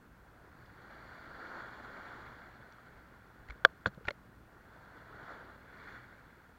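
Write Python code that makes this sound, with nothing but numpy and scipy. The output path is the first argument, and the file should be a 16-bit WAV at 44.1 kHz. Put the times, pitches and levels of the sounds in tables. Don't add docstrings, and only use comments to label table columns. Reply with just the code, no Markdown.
import sys
import numpy as np
from scipy import signal
from scipy.fft import rfft, irfft, next_fast_len
from scipy.io import wavfile
from scipy.ndimage import uniform_filter1d, map_coordinates

SR = 44100
rng = np.random.default_rng(int(sys.argv[2]) if len(sys.argv) > 2 else 0)


def magnitude_from_level(level_db):
    exponent = np.asarray(level_db, float) / 20
    return 10 ** exponent


def unload_audio(sound):
    columns = np.transpose(np.atleast_2d(sound))
    steps = np.round(np.clip(columns, -1, 1) * 32767)
    wavfile.write(sys.argv[1], SR, steps.astype(np.int16))


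N = 290178

# (frequency [Hz], level [dB per Hz])
WASH = [(200, -14), (600, -12.5), (1200, -10), (1600, -4.5), (2000, -17.5), (2500, -35), (5000, -74)]
# (frequency [Hz], level [dB per Hz])
FOAM = [(2000, -16), (2900, 0), (4500, -4), (5300, -12), (7200, -15), (8000, -23.5), (9500, -27)]
# (frequency [Hz], width [Hz], level [dB])
CAVITY = [(1413, 170, 6), (1860, 200, 2.5), (2320, 200, 3), (2780, 260, -6), (2810, 120, 9.5),
          (3430, 200, 9), (4010, 200, 4), (4310, 200, 7.5), (4640, 204, 5), (5760, 300, 4.5),
          (7000, 380, 8)]


def unit(x):
    return x / np.sqrt(np.mean(x ** 2) + 1e-20)


def along(points, hz):
    f, v = np.transpose(points)
    return np.interp(np.log(hz + 1), np.log(f + 1), v)


def wobble(rate):
    knots = rng.standard_normal(int(N * rate / SR) + 4)
    return map_coordinates(knots, [np.arange(N) * rate / SR])


def coloured(x, spectrum, peaks=()):
    m = next_fast_len(N + 8192)
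    hz = np.fft.rfftfreq(m, 1 / SR)
    db = along(spectrum, hz)
    for centre, width, top_db in peaks:
        db = db + top_db / (1 + (2 * (hz - centre) / width) ** 2)
    return unit(irfft(rfft(x, m) * magnitude_from_level(db), m)[:N])


def patchy(depth_db):
    z = signal.stft(rng.standard_normal(N), nperseg=512)[2]
    field = uniform_filter1d(rng.standard_normal(z.shape), size=6, axis=0)
    field = uniform_filter1d(field, size=10, axis=1)
    return unit(signal.istft(z * magnitude_from_level(depth_db * unit(field)), nperseg=512)[1][:N])


def bubbles(count, centre_hz, spread, cycles, size_db):
    draw, t = rng.random((count, 2)), np.arange(400) / SR
    hz = np.clip(centre_hz * np.exp(spread * rng.standard_normal((count, 1))), 150, 9000)
    size = magnitude_from_level(size_db * draw[:, 1:])
    u = t * hz / cycles
    swing = np.sin(2 * np.pi * hz * t * (1 + 0.067 * u))
    tone = size * swing * u * np.exp(-3 * u)
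    at = (draw[:, :1] * N).astype(int) + np.arange(len(t))
    return unit(np.bincount(at.ravel(), tone.ravel(), N + len(t))[:N])


def flow(spray, ebb=1):
    # (crest time [s], strength [dB], building [dB/s], draining [dB/s],
    # spray over strength [dB])
    waves = [(.4, -67.5, 20, 20, -2), (.93, -59, 29, 11, 1), (1.2, -59, 18, 12, 2),
             (1.57, -49, 27, 35, -1.5), (1.85, -54.5, 30, 18, -1), (2.1, -52, 23, 21, 0.5),
             (2.33, -62.5, 14, 51, 1.5), (2.6, -67, 42, 43, 1.5), (2.9, -63.5, 27, 25, 2),
             (3.55, -63, 17, 11, -0.5), (4.75, -63.5, 29, 20, -2), (4.99, -58.5, 36, 63, -0.5),
             (5.22, -57, 49, 40, -2), (5.31, -52, 80, 80, -0.5), (5.42, -57, 39.5, 30, -3.5),
             (5.8, -62, 110, 40, 4), (5.91, -54, 45, 70, 4), (6.16, -64, 43, 12, 2)]
    calm_db, crest_s = -70.5, 0.017
    crest, db, builds, drains, spray_db = np.transpose(waves)[:, :, None]
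    t = np.arange(0, N + 64, 64) / SR
    slope = np.where(t < crest, builds, ebb * drains)
    fall_db = slope * (np.hypot(t - crest, crest_s) - crest_s)
    power = (magnitude_from_level(db + spray * spray_db - fall_db) ** 2).sum(axis=0) + magnitude_from_level(calm_db) ** 2
    return np.interp(np.arange(N) / SR, t, 10 * np.log10(power) + 60)


def wash(splash):
    drops = bubbles(count=6000, centre_hz=1208, spread=.4, cycles=3.8, size_db=7.5)
    water = coloured(patchy(0.41) + 0.26 * drops, WASH, CAVITY)
    return magnitude_from_level(flow(0) - 60 + splash) * water


def trickle(splash):
    # (frequency [Hz], level [dB per Hz])
    trickle_colour = [(1000, -28.5), (1500, -1.5), (1800, -2), (2200, -4), (2500, -16), (3000, -41.5)]
    drops = bubbles(count=4000, centre_hz=2003, spread=0.18, cycles=6, size_db=12)
    water = coloured(patchy(0.87) + 0.25 * drops, trickle_colour, CAVITY)
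    return magnitude_from_level(-68 + .9 * flow(1.4) + splash) * water


def cupped(fizz):
    comes_s, leaves_s, band_hz, level_db = .45, 1.7, (4400, 4800), -13
    t = np.arange(N) / SR
    near = np.clip(np.minimum(t - comes_s, leaves_s - t) / .15, 0, 1)
    band = signal.butter(1, band_hz, "band", fs=SR, output="sos")
    return magnitude_from_level(level_db) * near * unit(signal.sosfilt(band, fizz))


def foam(splash):
    drops = bubbles(count=9000, centre_hz=4190, spread=0.39, cycles=4, size_db=13)
    fizz = coloured(patchy(0.94) + 0.36 * drops, FOAM, CAVITY)
    level_db = -76.5 + 0.99 * flow(0.57)
    return magnitude_from_level(level_db + 0.49 * splash) * (fizz + cupped(fizz))


def surge(splash):
    # (frequency [Hz], level [dB per Hz])
    surge_colour = [(60, -23.5), (200, -2.5), (400, -2), (800, -1), (1300, -1), (2500, -51.5)]
    drops = bubbles(count=1500, centre_hz=450, spread=.45, cycles=3.45, size_db=9.5)
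    water = coloured(patchy(1.4) + 0.21 * drops, surge_colour)
    level_db = -62.5 + .6 * flow(-.8, ebb=1.5)
    return magnitude_from_level(level_db + 0.34 * splash) * water


def distant_swell():
    # (frequency [Hz], level [dB per Hz])
    rumble_colour = [(12, -35), (20, -10.5), (60, -5.5), (128, -7.5), (149, -9), (235, -10), (269, -11),
                     (500, -23.5), (650, -57), (1100, -120)]
    return magnitude_from_level(-63.5 + 0.78 * wobble(6.2)) * coloured(patchy(0.98), rumble_colour)


def sea():
    splash = 0.34 * wobble(16) + 0.77 * wobble(45)
    return wash(splash) + trickle(splash) + foam(splash) + surge(splash) + distant_swell()


def electronics():
    # (frequency [Hz], rms level [dB], unsteadiness [Hz])
    hum_lines = [(58.5, -69.5, 21), (116.4, -71.5, 12), (169.5, -75.5, 23)]
    # (frequency [Hz], level [dB per Hz])
    hiss_colour = [(1500, -30.5), (2500, 4), (3200, -3.5), (4500, -6), (5000, -5.5), (6700, -7.5),
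                   (8600, -8.5), (11500, -10), (12600, -7), (13500, -7), (15500, -5)]
    t = np.arange(N) / SR
    hum = np.zeros(N)
    for hz, db, drift in hum_lines:
        swell = 1 + 0.35 * wobble(drift)
        hum += magnitude_from_level(db) * unit(swell * np.sin(2 * np.pi * hz * t + 1.3 * wobble(drift)))
    return hum + magnitude_from_level(-76) * coloured(rng.standard_normal(N), hiss_colour)


def flexes(rows):
    out, t = np.zeros(N + SR), np.arange(SR // 8) / SR
    for s, db, hz, cycles in rows:
        u = t * hz / cycles
        out[round(s * SR):][:len(t)] -= magnitude_from_level(db + 12) * np.sin(2 * np.pi * hz * t) * u * np.exp(-3 * u)
    return out[:N]


def squeaks():
    # (time [s], level [dB], frequency [Hz], length [cycles])
    short_tones = [(3.631, -47, 1500, 9), (3.4875, -40, 1970, 7), (3.499, -42, 2240, 6.7),
                   (3.5045, -37, 1800, 5.8), (3.5065, -34, 2190, 7.1), (3.5205, -48, 1900, 6.6),
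                   (3.8597, -24, 3460, 7.7), (3.864, -40, 4300, 36), (4.0725, -42, 2340, 13),
                   (4.1068, -35.5, 4300, 8.1), (.655, -62, 4970, 18), (2.7235, -59, 5800, 14),
                   (2.7235, -59, 4500, 12), (4.1068, -32.5, 2150, 9.5), (4.0515, -37, 1420, 9),
                   (4.0845, -53, 2570, 13), (3.868, -51, 7000, 36)]
    return flexes(short_tones)


def struck(hits, modes, split_hz, rise):
    out, t = np.zeros(N + SR), np.arange(SR // 8) / SR
    dull = coloured(rng.standard_normal(N), WASH, CAVITY)
    bright = coloured(rng.standard_normal(N), FOAM, CAVITY)
    for s, db, bright_db, dull_rattle_db, bright_rattle_db, rattle_t60 in hits:
        at = int(s * SR)
        u = np.maximum(t - (s - at / SR), 0)
        load = (1 - np.exp(-u / rise)) ** 2
        ring = np.zeros(len(t))
        for hz, level, t60 in modes:
            mode_db = level + bright_db * (hz > split_hz) - 60 * u / t60
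            ring += magnitude_from_level(mode_db) * np.sin(2 * np.pi * hz * u)
        ring *= load
        rattle = magnitude_from_level(dull_rattle_db) * dull[at:][:len(t)] + magnitude_from_level(bright_rattle_db) * bright[at:][:len(t)]
        out[at:][:len(t)] += magnitude_from_level(db) * ring / np.abs(ring).max() + load * magnitude_from_level(-60 * u / rattle_t60) * rattle
    return out[:N]


def reel():
    # (time [s], blow [dB], fizz [dB])
    light = [
        (.66, -70, -65),
        (2.7226, -62, -63),
        (2.733, -70, -64),
        (3.4858, -58, -58),
        (3.703, -73, -70),
        (3.9455, -60.5, -62),
        (4.0445, -54, -65),
    ]
    # (time [s], blow [dB], bright [dB], rattle [dB], rattle t60 [s])
    heavy = [(3.4885, -64, -9, -62, .01), (3.4990, -61, 12, -46.5, 0.035), (3.506, -51, 8, -41, 0.0092),
             (3.5215, -64, 0, -59, .015), (4.0520, -43, -4, -49.5, 0.055), (4.071, -52, -4, -47, .037),
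             (4.0813, -27.5, -15, -90, .01), (4.08414, -19, -15, -90, .01), (4.08465, -18.5, 8, -48, .02),
             (4.0884, -31, 5, -55, .04), (4.1062, -42, 7, -32, 0.012)]
    # (frequency [Hz], level [dB], t60 [s])
    reel_modes = [(433, -13, .04), (600, -8, .04), (880, 6, .0155), (1434, 2, .016), (1851, 9, .007),
                  (2113, -13, .014), (2387, 1, .004), (2696, -18, .017), (3336, -14, .011),
                  (4035, -26, .012), (5720, -36, .012), (7270, -27, .004)]
    ticks = [(s, db, 16, fizz - 14, fizz, 0.019) for s, db, fizz in light]
    clacks = [(s, db, bright, rattle, rattle - 9, t60) for s, db, bright, rattle, t60 in heavy]
    return struck(ticks + clacks, reel_modes, split_hz=2300, rise=.0002)


def bumps():
    # (time [s], level [dB], frequency [Hz], length [cycles])
    thuds = [(2.6, -47, 120, 1.4), (3.519, -50, 500, 3), (1.54, -46, 290, 3.5), (3.492, -36, 53.4, 1.8),
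             (3.651, -40, 90, 0.96), (3.652, -45, 160, 1.5), (3.555, -51, 450, 4), (3.615, -48, 140, 1.6),
             (3.862, -25, 100, 1.4), (3.868, -31.5, 297, 1.9), (3.871, -31, 191, 3.1),
             (3.888, -38, 110, 1.2), (3.9745, -36, 170, 1.4), (3.9795, -41, 520, 2.2),
             (3.863, -29, 530, 7.1), (4.009, -42.5, 450, 3.1), (4.051, -41, 89, 1.3),
             (4.078, -29, 93, 0.59), (4.1068, -32.5, 567, 4.4), (5.228, -42, 170, 1.2),
             (5.305, -36.5, 700, 3.2)]
    return flexes(thuds)


def case_knocks():
    # (time [s], blow [dB], bright [dB], rattle [dB], rattle t60 [s])
    blows = [
        (3.64884, -14, 15, -90, .01),
        (3.64944, -.5, -7, -90, .01),
        (3.64999, -9.5, 5, -41, .03),
        (3.8575, -29, -14, -80, .01),
        (3.8595, -14, -15, -44, .03),
        (3.8640, -40, -6, -39, .05),
        (3.8700, -36, -12, -44, .05),
    ]
    # (frequency [Hz], level [dB], t60 [s])
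    shell_modes = [(531, -14, .025), (655, -22, .04), (1187, -17.5, .028), (1434, -6.5, .013),
                   (1553, -5, .013), (2076, -1, .0048), (3046, -2, .006), (3400, -9, .0077),
                   (3817, -8.5, .0046), (4558, -17, .015), (5125, -17.5, .0042), (6410, -32, .016),
                   (7420, -28, .004)]
    knocks = [(s, db, bright, rattle, rattle - 11, t60) for s, db, bright, rattle, t60 in blows]
    return struck(knocks, shell_modes, split_hz=2000, rise=.0003)


def through_wall(x):
    x = signal.sosfilt(signal.butter(2, 330, "high", fs=SR, output="sos"), x)
    return signal.sosfilt(signal.cheby1(10, 1, 7450, fs=SR, output="sos"), x)


def snaps():
    # (time [s], level [dB])
    crackles = [
        (3.6497, -49.5),
        (4.084, -61),
        (4.1070, -70),
    ]
    out, t = np.zeros(N), np.arange(64) / SR
    for s, db in crackles:
        grains = (rng.random(len(t)) < .12) * 3
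        out[round(s * SR):][:len(t)] = magnitude_from_level(db + 6.0) * np.hanning(len(t)) * grains
    return signal.sosfilt(signal.butter(4, [8200, 13500], "band", fs=SR, output="sos"), out)


def scene():
    rings = through_wall(reel() + case_knocks())
    return (sea() + squeaks() + rings + bumps() + snaps())[None]


def roll_off(x):
    return signal.sosfilt(signal.butter(12, 15940, fs=SR, output="sos"), x)


def record(dry):
    spectrum = rfft(dry + electronics())
    heard = irfft(spectrum * (np.fft.rfftfreq(N, 1 / SR) < 15900), N)
    return roll_off(heard)


dry = scene()
out = record(dry)
unload_audio(out)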